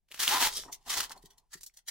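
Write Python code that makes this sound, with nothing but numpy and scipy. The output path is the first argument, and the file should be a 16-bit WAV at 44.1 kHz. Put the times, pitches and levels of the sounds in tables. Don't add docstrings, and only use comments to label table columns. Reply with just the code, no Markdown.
import sys
import numpy as np
from scipy import signal
from scipy.fft import rfft, irfft, next_fast_len
from scipy.io import wavfile
from scipy.ndimage import map_coordinates

SR = 44100
rng = np.random.default_rng(int(sys.argv[2]) if len(sys.argv) > 2 else 0)


def materialize(psi):
    bounded = np.clip(np.atleast_2d(psi).T, -1, 1)
    quanta = np.round(bounded * 32767).astype(np.int16)
    wavfile.write(sys.argv[1], SR, quanta)


N = 83790
T = np.arange(N) / SR
FFT_SIZE = next_fast_len(N + SR // 2)
HZ = np.fft.rfftfreq(FFT_SIZE, 1 / SR)

# time_s, relative_level_db
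RUMBLE_ENVELOPE = [(0.0, -90), (0.226, -65), (0.306, -59), (0.454, -54.5), (0.814, -67.5), (1.164, -64),
                   (1.502, -79), (1.566, -67.5), (1.9, -87)]
TEAR_ENVELOPE = [(0.08, -97), (0.086, -72), (0.098, -78), (0.12, -48), (0.136, -60), (0.146, -44.5),
                 (0.158, -52.5), (0.188, -50), (0.196, -31.5), (0.232, -28), (0.268, -34), (0.28, -27.5),
                 (0.288, -28), (0.346, -28.5), (0.398, -33), (0.41, -26), (0.468, -25.5), (0.52, -47)]
RASP_ENVELOPE = [(.27, -55.5), (.285, -47), (.302, -42), (.328, -27.5), (.386, -34.5), (.396, -46.5),
                 (.406, -34.5), (.428, -27), (.44, -39), (.47, -34), (.495, -62), (.52, -76)]
BRUSH_ENVELOPE = [(.48, -63), (.5, -56), (.52, -48.5), (.535, -41.5), (.55, -42.5), (.572, -33.5),
                  (.59, -39.5), (.61, -46), (.645, -55), (.68, -69.5), (.71, -80), (.8, -86), (.83, -72)]
SLIDE_ENVELOPE = [(.62, -80), (.655, -53.5), (.662, -46), (.675, -60), (.684, -51.5), (.695, -46),
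                  (.73, -65), (.78, -77), (.81, -72), (.845, -83), (.868, -52), (.918, -57.5), (.954, -52),
                  (.974, -41.5), (1.01, -49), (1.056, -57.5), (1.08, -80), (1.11, -45.5), (1.14, -64.5),
                  (1.165, -53.5), (1.21, -80), (1.25, -69.5), (1.44, -79), (1.48, -93.5)]
CRUMPLE_ENVELOPE = [(.83, -85), (.85, -74.5), (.865, -56), (.876, -52), (.882, -44.5), (.892, -46.5),
                    (.899, -33), (.925, -38), (.94, -32), (.95, -39.5), (.968, -39.5), (.975, -33),
                    (.982, -32.5), (.991, -34), (1.0, -39.5), (1.006, -29), (1.022, -43.5), (1.04, -38),
                    (1.06, -51.5), (1.09, -70), (1.097, -56), (1.112, -56.5), (1.12, -43), (1.135, -59),
                    (1.152, -87), (1.165, -65), (1.2, -80)]
# frequency_hz, relative_gain_db
RUMBLE_SPECTRUM = [(15, -8.5), (27, -3.5), (37, 1), (55, -21), (130, -15.5), (300, -37.5)]
TEAR_SPECTRUM = [(60, -25.5), (230, -26.5), (380, -15), (600, -15.5), (900, -7), (1700, -1), (2400, -3.5),
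                 (3400, -.5), (5800, -2.5), (9000, -6.5), (15500, -7.5)]
TAUT_SHEET_SPECTRUM = [(60, -14.5), (160, -16), (350, 1), (570, -12.5), (760, -1.5), (1200, -3.5),
                       (1500, -4.5), (1900, -2), (2450, -8.5), (3400, -3.5), (7000, -23), (15000, -32)]
BRUSH_SPECTRUM = [(60, -15), (350, -16), (650, -14.5), (1000, -8), (1450, -12), (1900, -5), (2300, -12),
                  (3400, 1.5), (5900, 0.5), (9000, -3.5), (15500, -12)]
SLIDE_SPECTRUM = [(80, -10), (200, -9.5), (400, -4), (560, -12.5), (750, 0), (1020, 3), (1300, -17),
                  (4000, -31.5)]
FLEX_SPECTRUM = [(200, -2.5), (800, 2.5), (1150, -5), (1600, -0.5), (2100, -2), (2550, -9), (3200, -4),
                 (6000, -1.5), (9000, -5), (15500, -8.5)]
CRUMPLE_SPECTRUM = [(60, -21.5), (300, -15.5), (550, -14), (1030, 0), (1430, -1.5), (1950, 0.5), (2400, -5),
                    (3100, 1), (6000, 0), (9000, -4), (15500, -8)]
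BACKGROUND_SPECTRUM = [(20, -5), (35, 0), (140, -14), (300, -22.5), (550, -29), (740, -22), (1200, -39),
                       (4000, -41.5), (15500, -43)]
# start_s, relative_peak_db, pitch_hz, decay_cycles
CREASE_SNAPS = [(.087, -55.5, 3000, 0.56), (.1155, -30, 2950, 0.62), (.121, -29, 3320, 0.67),
                (.1445, -27.5, 2320, 0.33), (0.1778, -35, 2600, 0.47), (.1928, -20.5, 4950, 0.33),
                (.202, -15.5, 4550, 0.44), (.2785, -6.5, 3160, 0.98), (.426, -11.5, 3020, 0.27),
                (.470, -21, 2500, 0.15), (.528, -23, 4470, 0.46), (.637, -32.5, 1700, 0.28),
                (.898, -22, 4600, 0.42), (.9735, -18, 6530, 1.1), (1.0052, -18, 3470, 0.32),
                (1.096, -30.5, 4560, 0.71), (1.108, -31, 1310, 0.47), (1.119, -36, 3430, 0.5),
                (1.176, -50, 4290, 13), (1.381, -56, 4245, 12), (1.541, -39.5, 1840, 2),
                (1.610, -33.5, 7500, 0.3), (1.633, -27, 7000, 0.74), (1.637, -34.5, 7300, 0.72),
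                (1.6977, -55.5, 2240, 1.5), (1.7412, -62.5, 7000, 0.37)]
# start_s, relative_peak_db, pitch_hz
BOX_BUMPS = [(.105, -59.5, 470), (0.277, -40.5, 270), (.585, -45.5, 410), (0.661, -50.5, 256),
             (.682, -45.5, 900), (.871, -44, 699), (1.164, -53, 800), (1.186, -65, 251),
             (1.238, -48.5, 270), (1.553, -49.5, 281.6)]
# time_s, teeth_per_s
TOOTH_RATE = [(.31, 802), (.335, 877), (.37, 1017), (.39, 1050), (.41, 920), (.43, 960), (.47, 857)]
# crest_s, relative_level_db, rise_s (per 12 dB), low_edge_hz
SHEET_FLEXES = [(.728, -39.5, 0.0051, 2835), (0.747, -53, .01, 2800), (1.177, -62.5, 0.0055, 3360),
                (1.229, -62.5, 0.0063, 1770), (1.259, -56, 0.0068, 2500), (1.309, -62, 0.006, 1720),
                (1.334, -75.5, .01, 1660), (1.382, -59.5, .004, 3100), (1.522, -67.5, 0.0067, 1370),
                (1.54, -44, 0.011, 1220), (1.581, -60, 0.018, 1575), (1.615, -53.5, 0.0057, 3700),
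                (1.637, -48.5, 0.004, 5160), (1.665, -44, 0.0023, 5100), (1.741, -65.5, 0.0021, 3430),
                (1.772, -53, 0.0023, 4240), (1.79, -64, 0.026, 1152), (1.886, -37, 0.0069, 1280)]
# centre_hz, bandwidth_hz, relative_gain_db
SHEET_MODES = [(1940, 73, 2.5), (3190, 67, 1), (4350, 120, -2), (5700, 410, -6), (6750, 130, -3)]
BOX_MODES = [(781, 54, -2), (865, 180, 1), (1005, 42, 4.5), (1204, 34, -6), (1270, 24, -6.5)]
# frequency_hz, side_gain_db
SHIMMER_WIDTH = [(200, -6.5), (1000, -10), (3000, -3), (8000, 0)]
# frequency_hz, t60_s
REVERB_TIME = [(150, 0.1), (500, .3), (800, 0.34), (1300, 0.2), (5000, 0.12), (15000, 0.071)]
# frequency_hz, gain_db
REVERB_GAIN = [(150, -4.5), (1000, -9.5), (5000, -14), (15000, -23.5)]


def amp(db):
    return 10 ** (np.asarray(db) / 20)


def unit_rms(x):
    return x / np.sqrt(np.mean(x ** 2) + 1e-20)


def log_interp(points, hz):
    frequencies, values = np.transpose(points)
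    return np.interp(np.log(hz + 1), np.log(frequencies + 1), values)


def envelope(rows):
    return amp(np.interp(T, *np.transpose(rows), left=-120, right=-120))


def filtered(x, response):
    return irfft(rfft(x, FFT_SIZE) * response, FFT_SIZE)[..., :N]


def colour(x, spectrum):
    cepstrum = irfft(np.log(np.maximum(amp(log_interp(spectrum, HZ)), 1e-6)), FFT_SIZE)
    cepstrum[1:FFT_SIZE // 2] *= 2
    cepstrum[FFT_SIZE // 2 + 1:] = 0
    return unit_rms(filtered(x, np.exp(rfft(cepstrum))))


def resonances(modes):
    return sum(amp(db) * 1j * HZ * width / (hz * hz - HZ ** 2 + 1j * HZ * width)
               for hz, width, db in modes)


def noise(side_db):
    mid, side = rng.standard_normal((2, N))
    return np.array([mid + amp(side_db) * side, mid - amp(side_db) * side])


def radiate(mid, side):
    side = filtered(side, amp(log_interp(SHIMMER_WIDTH, HZ)))
    return np.array([mid + side, mid - side])


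def crackle(per_s, spread_db, shimmer_db=1.5, t60_s=.014):
    sizes = amp(spread_db * np.minimum(rng.standard_normal(N), 2.2))
    clicks = sizes * rng.choice([-1, 1], N) * (rng.random(N) < per_s / SR)
    decay = amp(-60 * np.arange(SR // 20) / SR / t60_s) ** 2
    energy = abs(signal.fftconvolve(clicks ** 2, decay / decay.sum())[:N])
    mid, side = amp(shimmer_db) * np.sqrt(energy) * rng.standard_normal((2, N))
    return radiate(clicks + mid, side)


def bending(x, patchy_db, ring_db, patch_hz=132.8, patch_s=.07):
    hz, t, spectra = signal.stft(x, SR, nperseg=1024)
    grid = np.meshgrid(hz / patch_hz, t / patch_s, indexing="ij")
    patches = map_coordinates(rng.standard_normal((600, 200)), grid, mode="wrap")
    x = signal.istft(spectra * amp(patchy_db * patches), SR, nperseg=1024)[1][:, :N]
    return filtered(x, 1 + amp(ring_db) * resonances(SHEET_MODES))


def table_rumble():
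    return amp(-2) * envelope(RUMBLE_ENVELOPE) * colour(noise(side_db=-16.5), RUMBLE_SPECTRUM)


def tear():
    fractures = bending(crackle(per_s=3200, spread_db=2.5), patchy_db=.5, ring_db=-13)
    return amp(.5) * envelope(TEAR_ENVELOPE) * colour(fractures, TEAR_SPECTRUM)


def crease_snaps(shimmer_db=-17, shimmer_t60_s=.03, crack_db=-15, crack_t60_s=.012):
    out = np.zeros((2, N + SR))
    t = np.arange(SR // 25) / SR
    f = np.fft.rfftfreq(len(t), 1 / SR)
    for start_s, db, hz, cycles in CREASE_SNAPS:
        click = np.sin(2 * np.pi * hz * t) * t * np.exp(-hz * t / cycles)
        band = f / np.hypot(f, hz / 2) / np.hypot(f, 2 * hz)
        shimmer = unit_rms(irfft(rfft(rng.standard_normal((2, len(t)))) * band))
        crack = np.diff(rng.standard_normal((2, len(t) + 1))) / 2
        mid_side = shimmer * amp(shimmer_db - 60 * t / shimmer_t60_s)
        mid_side += crack * amp(crack_db - 60 * t / crack_t60_s)
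        mid_side[0] += click / abs(click).max()
        out[:, round(start_s * SR):][:, :len(t)] += amp(db - 4) * mid_side
    return radiate(*out[:, :N])


def box_bumps(attack_s=.006, t60_s=.032):
    out = np.zeros(N + SR)
    t = np.arange(SR // 5) / SR
    for start_s, db, hz in BOX_BUMPS:
        modes_hz = hz * np.exp(.3 * rng.standard_normal((8, 1)))
        ring = np.sin(2 * np.pi * (modes_hz * t + rng.random((8, 1)))).sum(0)
        knock = ring * amp(-60 * t / t60_s) * (1 - np.exp(-t / attack_s))
        out[round(start_s * SR):][:len(t)] += amp(db - .5) * knock / abs(knock).max()
    return out[:N]


def tooth_rasp(scatter_teeth=.14, spread_db=3, box_cutoff_hz=650):
    teeth_passed = np.cumsum(np.interp(T, *np.transpose(TOOTH_RATE))) / SR
    timing, size = rng.standard_normal((2, 2400))
    onsets = np.searchsorted(teeth_passed, np.arange(len(timing)) + scatter_teeth * timing)
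    plucks = np.bincount(onsets, amp(spread_db * size), N)[:N]
    drive = unit_rms(plucks - plucks.mean()) + amp(-10) * rng.standard_normal((2, N))
    sheet = colour(drive + unit_rms(crackle(per_s=2000, spread_db=0)), TAUT_SHEET_SPECTRUM)
    radiation = HZ ** 2 / np.hypot(HZ ** 2, box_cutoff_hz ** 2)
    box = unit_rms(filtered(drive, resonances(BOX_MODES) * radiation))
    return envelope(RASP_ENVELOPE) * (amp(-2) * box + amp(-5) * sheet)


def edge_brush():
    contacts = bending(crackle(per_s=6000, spread_db=4), patchy_db=4.5, ring_db=-9.5)
    return amp(2.5) * envelope(BRUSH_ENVELOPE) * colour(contacts, BRUSH_SPECTRUM)


def box_slide():
    return amp(-2) * envelope(SLIDE_ENVELOPE) * colour(noise(side_db=-15.5), SLIDE_SPECTRUM)


def sheet_flexes(body_db=-27, t60_s=.064):
    crinkle = bending(crackle(per_s=4500, spread_db=4.5), patchy_db=4.5, ring_db=-3.5)
    crinkle = colour(crinkle, FLEX_SPECTRUM)
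    out = np.zeros((2, N))
    for crest_s, db, rise_s, edge_hz in SHEET_FLEXES:
        swell_db = np.where(T < crest_s, -12 * (crest_s - T) / rise_s, -60 * (T - crest_s) / t60_s)
        radiation = amp(body_db) + HZ ** 3 / np.hypot(HZ ** 3, edge_hz ** 3)
        out += amp(db + 4 + np.maximum(swell_db, -150)) * unit_rms(filtered(crinkle, radiation))
    return out


def crumple():
    buckles = bending(crackle(per_s=4400, spread_db=3), patchy_db=1, ring_db=-9)
    return amp(3.5) * envelope(CRUMPLE_ENVELOPE) * colour(buckles, CRUMPLE_SPECTRUM)


def reverberation(x):
    hz, t, spectra = signal.stft(rng.standard_normal((2, SR // 2)), SR, nperseg=256)
    decay = amp(-60 * t / log_interp(REVERB_TIME, hz)[:, None])
    energy = (decay ** 2).mean(1, keepdims=True) * SR / 2
    decay *= amp(log_interp(REVERB_GAIN, hz))[:, None] / np.sqrt(energy)
    tail = signal.istft(spectra * decay, SR, nperseg=256)[1]
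    return signal.fftconvolve(x, np.pad(tail, ((0, 0), (SR // 250, 0))), axes=1)[:, :N]


def scene(left_lag_s=3.2e-5, background_db=-84.5):
    direct = tear() + edge_brush() + crumple() + tooth_rasp() + crease_snaps() + sheet_flexes()
    direct += box_bumps() + box_slide() + table_rumble()
    lag = np.exp(np.outer([-1, 1], 1j * np.pi * HZ * left_lag_s))
    direct = filtered(direct, lag) * amp([[.3], [-.3]])
    in_room = direct + reverberation(direct)
    return in_room + amp(background_db) * colour(noise(side_db=-5.5), BACKGROUND_SPECTRUM)


def record(dry, top_hz=16200, taper_hz=500):
    return filtered(dry, np.sin(np.pi / 2 * np.clip((top_hz - HZ) / taper_hz, 0, 1)) ** 2)


dry = scene()
out = record(dry)
materialize(out)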